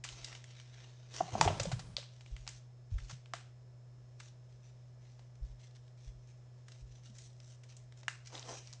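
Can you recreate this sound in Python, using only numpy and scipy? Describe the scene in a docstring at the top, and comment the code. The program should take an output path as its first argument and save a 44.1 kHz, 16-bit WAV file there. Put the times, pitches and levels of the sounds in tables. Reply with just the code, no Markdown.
"""A plastic scoop clicks and scrapes in a can of powder, over the hum of an appliance. A small monkey
tips a plastic tub over and jumps down; clothing rustles. The monkey climbs onto the can and rummages
until it slides away. Friction is a train of tiny slips; impacts excite the damped modes of tub and can.
Soft bumps carry through the stone counter, and the kitchen reverberates briefly."""
import sys
import numpy as np
from scipy import signal
from scipy.fft import rfft, irfft
from scipy.io import wavfile
from scipy.ndimage import uniform_filter1d

SR = 44100
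rng = np.random.default_rng(int(sys.argv[2]) if len(sys.argv) > 2 else 0)


def generate_wav(sig):
    """Save sig (samples, or channels by samples) to the path in sys.argv[1] as 16-bit PCM at SR."""
    pcm = np.round(np.clip(np.atleast_2d(sig).T, -1, 1) * 32767).astype(np.int16)
    wavfile.write(sys.argv[1], SR, pcm)


N = 388080
TIME = np.arange(N) / SR
BIN_HZ = np.fft.rfftfreq(N, 1 / SR)


def amp(db):
    """Decibels as an amplitude ratio."""
    return 10 ** (np.asarray(db) / 20)


def unit_rms(x):
    """Normalisation to rms 1."""
    return x / np.sqrt(np.mean(x ** 2) + 1e-20)


def curve_at(points, hz):
    """Interpolation of (frequency, value) points on a logarithmic frequency axis."""
    point_hz, value = np.transpose(points)
    return np.interp(np.log(hz + 1), np.log(point_hz + 1), value)


def add(mix, start_s, sound):
    """Superposition: a sound joins the mix at its start time."""
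    part = mix[max(0, round(start_s * SR)):][:len(sound)]
    part += sound[:len(part)]


def colour(x, spectrum):
    """Spectral shaping of a full-length signal, returned at rms 1."""
    return unit_rms(irfft(rfft(x) * amp(curve_at(spectrum, BIN_HZ)), N))


def drift(rate_hz):
    """Random fluctuation: low-passed noise of rms 1."""
    return unit_rms(irfft(rfft(rng.standard_normal(N)) * np.exp(-(BIN_HZ / rate_hz) ** 2), N))


# Tones of the appliance: pitch_hz, rms_db
HUM_TONES = [(122.6, -55), (367.8, -82.5), (613, -87.5), (640.6, -85), (1717, -91), (1965, -96.5),
             (5248, -84.5)]
# Spectrum of the rushing air: frequency_hz, density_db
AIR_SPECTRUM = [(20, -15), (36, -8), (52, 2), (72, -4), (110, -3), (200, -10), (290, -16), (400, -13),
                (620, -12.5), (800, -18.5), (1400, -25), (3000, -31), (7000, -30.5), (9800, -51)]

def appliance(air_db=-67):
    """Line spectrum over broadband noise: a slightly wavering hum and whine in a soft rush of air."""
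    tones = np.zeros(N)
    for hz, db in HUM_TONES:
        waver_hz = 0.1408 * np.sqrt(hz / HUM_TONES[0][0]) * drift(3.1)
        phase = 2 * np.pi * np.cumsum(hz + waver_hz) / SR
        tones += amp(db) * np.sqrt(2) * np.sin(phase)
    return tones + amp(air_db) * colour(rng.standard_normal(N), AIR_SPECTRUM)


# Reverberation time of the kitchen: frequency_hz, t60_s
ROOM_DECAY = [(60, .3), (250, .34), (1000, .38), (4000, .39), (9000, .32)]
# Colour of its reflections: frequency_hz, gain_db
ROOM_SPECTRUM = [(50, 0), (250, 2.5), (700, -4), (1500, -1), (5000, -1.5), (9000, 0.5)]

def kitchen(sound, first_echo_s=0.0021, echoes_per_s=4000):
    """Diffuse reverberation: dense reflections of random sign, each band decaying at its own rate."""
    signs = rng.choice([-1., 1.], SR)
    arrivals = (rng.random(SR) < echoes_per_s / SR) * (TIME[:SR] > first_echo_s)
    hz, t, bands = signal.stft(signs * arrivals, SR, nperseg=256)
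    bands = bands * amp(-60 * t / curve_at(ROOM_DECAY, hz)[:, None])
    plain = signal.istft(bands, SR, nperseg=256)[1]
    tail = signal.istft(bands * amp(curve_at(ROOM_SPECTRUM, hz))[:, None], SR, nperseg=256)[1]
    return signal.fftconvolve(sound, tail / np.linalg.norm(plain))[:N]


# Spectrum of the vibrating counter: frequency_hz, density_db
RUMBLE_SPECTRUM = [(20, -14), (50, -5), (100, -5), (170, 0), (240, -18), (400, -40)]

def counter_rumble(start_s=1.33, end_s=1.98, rise_s=.1, release_s=.03, level_db=-45, fade_db_per_s=13):
    """Structure-borne noise: tub and monkey roll on the counter, which builds fast and fades slowly."""
    age, left = TIME - start_s, end_s - TIME
    gate = np.clip(age / rise_s, 0, 1) * np.clip(left / release_s, 0, 1)
    return gate * amp(level_db - fade_db_per_s * age) * colour(rng.standard_normal(N), RUMBLE_SPECTRUM)


def swing(hz, swell_s):
    """Damped oscillation: a low tone whose envelope swells to 1 and dies within a few cycles."""
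    t = np.arange(SR // 3) / SR
    envelope = (t / swell_s) ** 2 * np.exp(-t / swell_s)
    return envelope / envelope.max() * np.sin(2 * np.pi * hz * t)


# Bumps through the counter: start_s, level_db, pitch_hz
COUNTER_BUMPS = [(.11, -55, 48), (.21, -56, 40), (1.222, -41, 169), (1.327, -36.5, 105), (1.351, -38, 210),
                 (1.396, -36.5, 150), (1.423, -33, 151.7), (1.457, -26, 96.2), (1.498, -35, 152),
                 (1.606, -35, 116), (1.668, -33, 164.5), (1.726, -27.5, 124), (2.312, -37, 45.4),
                 (2.916, -32.5, 92.2), (2.932, -30.5, 44.3), (3.124, -41.5, 131), (5.413, -35, 46.2),
                 (6.065, -42, 45.3), (6.815, -46.5, 51.7), (7.095, -53.5, 210)]

def counter_bumps(rebound_cycles=3.1, rebound_db=-12.5, rebound_stretch=1.904):
    """Soft impact excites only low frequencies: weight lands, then settles with a weaker rebound."""
    out = np.zeros(N)
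    for start_s, db, hz in COUNTER_BUMPS:
        swell_s = .0055 * np.sqrt(100.6 / hz)  # deeper bumps swell more slowly
        add(out, start_s, amp(db) * swing(hz, swell_s))
        rebound = amp(db + rebound_db) * swing(hz, rebound_stretch * swell_s)
        add(out, start_s + rebound_cycles / hz, rebound)
    return out


def stick_slip(per_s, spread_db, clump_db=2):
    """Stick-slip motion: tiny random impulses of uneven size, swelling in clumps."""
    size = amp(spread_db * np.minimum(rng.exponential(1, N), 3.5) + clump_db * drift(70))
    return size * rng.standard_normal(N) * (rng.random(N) < per_s / SR)


def wandering_resonances(slips, depth_db=2.5):
    """Position-dependent coupling: a moving contact favours ever different resonances of the surface."""
    bands = signal.stft(slips, nperseg=512)[2]
    patches = uniform_filter1d(rng.standard_normal(bands.shape), size=4, axis=0)
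    patches = unit_rms(uniform_filter1d(patches, size=12, axis=1))
    return signal.istft(bands * amp(depth_db * patches), nperseg=512)[1][:N]


# Spectrum of the rubbed surfaces: frequency_hz, density_db
GRIT_SPECTRUM = [(600, -32.5), (1400, -5.5), (2300, -1.5), (3000, -0.5), (3800, 0), (4800, -1.5), (6000, 3),
                 (7200, -5), (8500, -14), (9800, -30)]

def friction(slips, bright_db, crossover_hz=5370):
    """Friction noise: slips excite the surfaces; brightness tips the balance about the crossover."""
    grit = colour(wandering_resonances(slips), GRIT_SPECTRUM)
    lows = irfft(rfft(grit) / (1 + (BIN_HZ / crossover_hz) ** 6), N)
    return lows * amp(-bright_db / 2) + (grit - lows) * amp(bright_db / 2)


# Soft swishes and rustles of clothing, paws, fur and powder: start_s, length_s, level_db, brightness_db
SWISHES = [(2.075, 0.45, -71, 1), (2.478, .12, -66, 7), (2.89, 0.22, -68, -2), (3.077, 0.072, -60, 4),
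           (4.18, 0.12, -63.5, 1.5), (4.619, .1, -72.5, -.5), (5.419, .12, -76, 0), (5.582, .11, -69, -1.5),
           (5.747, .025, -67, -1), (5.96, .15, -70, 2), (6.262, .063, -75.5, 1.5),
           (6.657, 0.18, -70.5, 2.5), (6.858, 0.15, -73.5, 2), (7.023, 0.094, -66, 1),
           (7.129, 0.16, -63.5, 11), (7.416, .15, -68, 6), (7.683, 0.052, -65.5, 1), (7.967, .05, -66, 5.5),
           (8.248, 0.042, -56.5, 3)]

def rustling(trim_db=-1, stir_from_s=4.0, stir_db=-85, stir_wander_db=4):
    """Light friction: clothing, paws, fur and powder swish briefly, later over a faint stirring."""
    gain = amp(stir_db + stir_wander_db * drift(6)) * (TIME > stir_from_s)
    for start_s, length_s, db, _ in SWISHES:
        add(gain, start_s, amp(db + trim_db) * signal.windows.tukey(int(length_s * SR), 0.38))
    starts, lengths, _, brightness = np.transpose(SWISHES)
    bright_db = np.interp(TIME, starts + lengths / 2, brightness)
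    return gain * friction(stick_slip(per_s=3300, spread_db=2.5), bright_db)


# The scoop works through the powder: time_s, grit_db, body_db
SCOOP_DIG = [(.045, -60, -67), (.07, -55.5, -67), (.15, -59, -68), (.37, -58.5, -68), (.41, -74.5, -82),
             (.55, -64, -80), (.64, -71, -88), (.8, -64, -73), (.92, -73, -77), (1.12, -72, -80)]
# The tub tips, skids and settles: time_s, grit_db, body_db
TUB_SKID = [(1.1, -66, -73), (1.165, -44.5, -55), (1.25, -61, -66), (1.39, -53.5, -47), (1.44, -46, -46),
            (1.5, -62, -48), (1.675, -56, -54), (1.75, -74, -64), (1.95, -76, -70)]
# The can is pushed along the stone: time_s, grit_db, body_db
CAN_PUSH = [(8.3, -71, -68), (8.35, -54.5, -53.5), (8.43, -63, -66), (8.49, -51.5, -48), (8.56, -57, -58.5),
            (8.587, -51, -72), (8.62, -69, -79), (8.68, -62, -81), (8.8, -81, -82)]
# Response of a hollow container: frequency_hz, density_db
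BODY_SPECTRUM = [(150, -16), (280, -3), (400, 2), (650, 1.5), (1000, -0.5), (1500, -13), (2500, -25),
                 (5000, -45)]

def scraping(scoop_bright_db=-5, tub_bright_db=-2, can_bright_db=1.5, brighter_per_db=.3):
    """Forced vibration: slips drive the hollow containers, under grit that brightens with pressure."""
    grit_gain, body_gain, bright_db = np.zeros((3, N))
    gestures = (SCOOP_DIG, scoop_bright_db), (TUB_SKID, tub_bright_db), (CAN_PUSH, can_bright_db)
    for rows, base_bright_db in gestures:
        time_s, grit_db, body_db = np.transpose(rows)
        active = (TIME >= time_s[0]) & (TIME < time_s[-1])
        pressure_db = np.interp(TIME[active], time_s, grit_db)
        grit_gain[active] = amp(pressure_db)
        body_gain[active] = amp(np.interp(TIME[active], time_s, body_db))
        bright_db[active] = base_bright_db + brighter_per_db * (pressure_db - grit_db.mean())
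    slips = stick_slip(per_s=5000, spread_db=1.1)
    return body_gain * colour(slips, BODY_SPECTRUM) + grit_gain * friction(slips, bright_db)


def minimum_phase(spectrum_db):
    """Minimum phase: the most compact causal impulse response with this spectrum."""
    log_gain = np.log(amp(np.r_[spectrum_db, spectrum_db[-2:0:-1]]))
    return np.fft.ifft(np.exp(np.conj(signal.hilbert(log_gain)))).real


# Spectrum of a hard contact: frequency_hz, density_db
CONTACT_SPECTRUM = [(100, -21.5), (400, -15.5), (700, 0), (3000, 5.5), (7000, 4), (8400, -2), (9000, -10.5),
                    (9800, -21)]

def contact(db, tilt_db, ring_hz, scatter_s, ring_db, ring_octaves=.52, size=2048):
    """Source and filter: a snap and micro-slips ring one resonance. Returns direct and diffuse sound."""
    t, hz = np.arange(size) / SR, np.fft.rfftfreq(size, 1 / SR)
    base_db = curve_at(CONTACT_SPECTRUM, hz)
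    octaves = np.log2(np.maximum(hz, 600) / ring_hz)
    shape_db = tilt_db * octaves + ring_db * np.exp(-(octaves / ring_octaves) ** 2)
    age = t / scatter_s
    force = 0.37 * rng.standard_normal(size) * np.sqrt(2 * age) * np.exp(-1.3 * age)
    force[0] += 1  # the snap
    direct = signal.fftconvolve(force, minimum_phase(base_db + shape_db))[:size]
    diffuse = minimum_phase(base_db + 0.56 * shape_db)  # the sound sent all around is more even
    # each carries the energy of 5 ms at the given level
    return [amp(db) * x / np.sqrt(np.sum(x ** 2) / (.005 * SR)) for x in (direct, diffuse)]


# Contacts of scoop, tub, claws and can: start_s, level_db, tilt_db_per_octave, ring_hz, scatter_s
HARD_CONTACTS = [(0.039, -39, 2.5, 2030, 0.0075), (0.048, -43.5, -4, 6110.0, 0.0059),
                 (0.0891, -43.5, 1, 3300.0, 0.0019), (0.245, -39.5, 2, 4770.0, 0.004),
                 (0.3275, -49, -3, 2470, 0.0023), (0.351, -48.5, -2, 2570, 0.002),
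                 (0.4413, -52, 1.5, 2200, 0.002), (0.599, -53.5, 0.5, 2800.0, 0.002),
                 (1.4116, -23, -4.5, 6200, 0.0015), (1.446, -39, 0.0, 1510.0, 0.005),
                 (1.4764, -30.5, -9, 2870, 0.0056), (1.598, -31.5, -3.5, 5660, 0.0052),
                 (1.6328, -39, 2, 6910.0, 0.0027), (1.654, -45, -4.5, 5180.0, 0.004),
                 (1.7164, -38, -1.5, 1330.0, 0.0084), (1.7934, -44, -4.5, 5620.0, 0.0054),
                 (2.029, -54, -6, 2750, 0.0013), (2.209, -56.5, -2.5, 2680, 0.0017),
                 (2.262, -56.5, -4, 3030, 0.0015), (2.3654, -50.5, -2.5, 2480, 0.0012),
                 (2.467, -53, -4, 2390, 0.002), (2.4767, -39.5, -1.5, 5100, 0.0017),
                 (2.489, -45.5, -0.5, 6800, 0.003), (2.9833, -50.5, -3.5, 1630, 0.0035),
                 (3.096, -45.5, -5.5, 5800, 0.0093), (3.11, -47, -4, 5860.0, 0.0045),
                 (3.259, -58, -4, 2910.0, 0.0011), (3.3365, -35.5, -3.5, 1400, 0.0012),
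                 (4.201, -48.5, -1.5, 1380, 0.0043), (5.1935, -59, -7.5, 5630, 0.0017),
                 (6.6833, -54, 0.5, 1570.0, 0.0036), (6.719, -54.5, -2, 4770.0, 0.003),
                 (7.1842, -51.5, 0, 6910.0, 0.0054), (7.402, -57.5, -2, 5620.0, 0.002),
                 (7.6352, -57.5, 2, 1850.0, 0.0056), (7.767, -54.5, 5, 6650, 0.0041),
                 (7.9238, -59, -6, 4360, 0.001), (8.032, -55.5, -8, 5900, 0.0027),
                 (8.0817, -34, -2, 1920, 0.0019)]
# An edge of tub or can catches on the stone: start_s, level_db, ring_hz
EDGE_PINGS = [(1.9673, -31.5, 4200), (8.3528, -45.5, 3860), (8.379, -48, 3500), (8.395, -46.5, 5700),
              (8.4276, -49, 3800), (8.6732, -52.5, 5300), (8.7285, -50, 5800), (8.735, -50, 5600)]

def clicks(trim_db=-1, click_ring_db=8, ping_ring_db=19, feeding_s=(5.3, 8.6), ticks_per_s=3):
    """Brief impacts are broadband: clicks, sharply ringing edges, and random claw ticks during feeding."""
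    events = [(*row, click_ring_db) for row in HARD_CONTACTS]
    events += [(start_s, db, -3, hz, .001, ping_ring_db) for start_s, db, hz in EDGE_PINGS]
    for when, force, place in rng.random((round(ticks_per_s * np.ptp(feeding_s)), 3)):
        start_s = np.interp(when, [0, 1], feeding_s)
        db = -70 + 3.5 * (2 * force - 1)
        ring_hz = np.interp(place, [0, 1], [1800, 6000])
        events.append((start_s, db, -2.5, ring_hz, .002, click_ring_db))
    direct, diffuse = np.zeros((2, N))
    for start_s, db, *timbre in events:
        for mix, sound in zip((direct, diffuse), contact(db + trim_db, *timbre)):
            add(mix, start_s, sound)
    return direct, diffuse


def ring(modes, t):
    """Free vibration: a sum of exponentially decaying modes."""
    return sum(amp(db - 60 * t / t60_s) * np.sin(2 * np.pi * hz * t) for hz, db, t60_s in modes)


# Modes of the can: pitch_hz, level_db, t60_s
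RIM_MODES = [(1080, -12, .012), (1470, -10, 0.0098), (1790, -0.5, 0.0098), (2200, -5, 0.0088),
             (2820, -1, .014)]

def rim_tap(start_s=8.0818, gain_db=-25, cutoff_hz=1100):
    """Heavy damping: powder stops the metal rim's clack at once, and so narrow a rim radiates no bass."""
    out, t = np.zeros(N), np.arange(SR // 16) / SR
    highpass = signal.butter(4, cutoff_hz, "high", fs=SR, output="sos")
    add(out, start_s, amp(gain_db) * signal.sosfilt(highpass, ring(RIM_MODES, t)))
    return out


# Modes of the tub at pitch ratio 1: pitch_hz, level_db, t60_s
WALL_MODES = [(389.4, -18, 0.03), (735, 1, 0.023), (841, -7.5, .014), (1027, -10.5, 0.0094)]
# Hollow blows on the tub: start_s, gain_db, pitch_ratio
TUB_BLOWS = [(1.2056, -22.5, .99), (1.2084, -17, 1.0), (1.3529, -21, 1.006), (1.412, -9, 1.224),
             (1.4205, -25, 0.91), (1.4525, -22.5, 1), (1.459, -23, 0.56), (1.4765, -15, 1.06),
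             (1.486, -21.5, 0.99), (1.503, -27.5, 0.86), (1.5988, -26.5, 0.76), (1.655, -27.5, 0.75),
             (1.7163, -30, 1.0), (1.982, -37.5, 0.77), (3.3383, -33, 0.95)]

def tub_knocks():
    """Modal ringing: the thin walls sound for a few cycles, higher or lower with the place struck."""
    out, t = np.zeros(N), np.arange(SR // 8) / SR
    for start_s, db, pitch_ratio in TUB_BLOWS:
        rise_s = 0.00093 / pitch_ratio ** 2  # stiffer, higher places answer sooner
        attack = 1 - np.exp(-t / rise_s)
        add(out, start_s, amp(db) * attack * ring(WALL_MODES, pitch_ratio * t))
    return out


def scene():
    """Direct and reverberant fields add: impacts and friction each excite the room, over the hum."""
    click, click_diffuse = clicks()
    knock, rim = tub_knocks(), rim_tap()
    thud = counter_bumps() + counter_rumble()
    rub = scraping() + rustling()
    room = kitchen(amp(-6) * (click_diffuse + rub) + amp(-9.5) * knock + amp(-12) * thud + amp(-15) * rim)
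    return (click + knock + thud + rim + rub + room + appliance())[None]


def record(dry, cutoff_hz=9950):
    """Band limiting: a steep low-pass filter removes the highest treble."""
    lowpass = signal.firwin(401, cutoff_hz, window=("kaiser", 8), fs=SR)
    return signal.oaconvolve(dry, lowpass[None], "same")


dry = scene()
out = record(dry)
generate_wav(out)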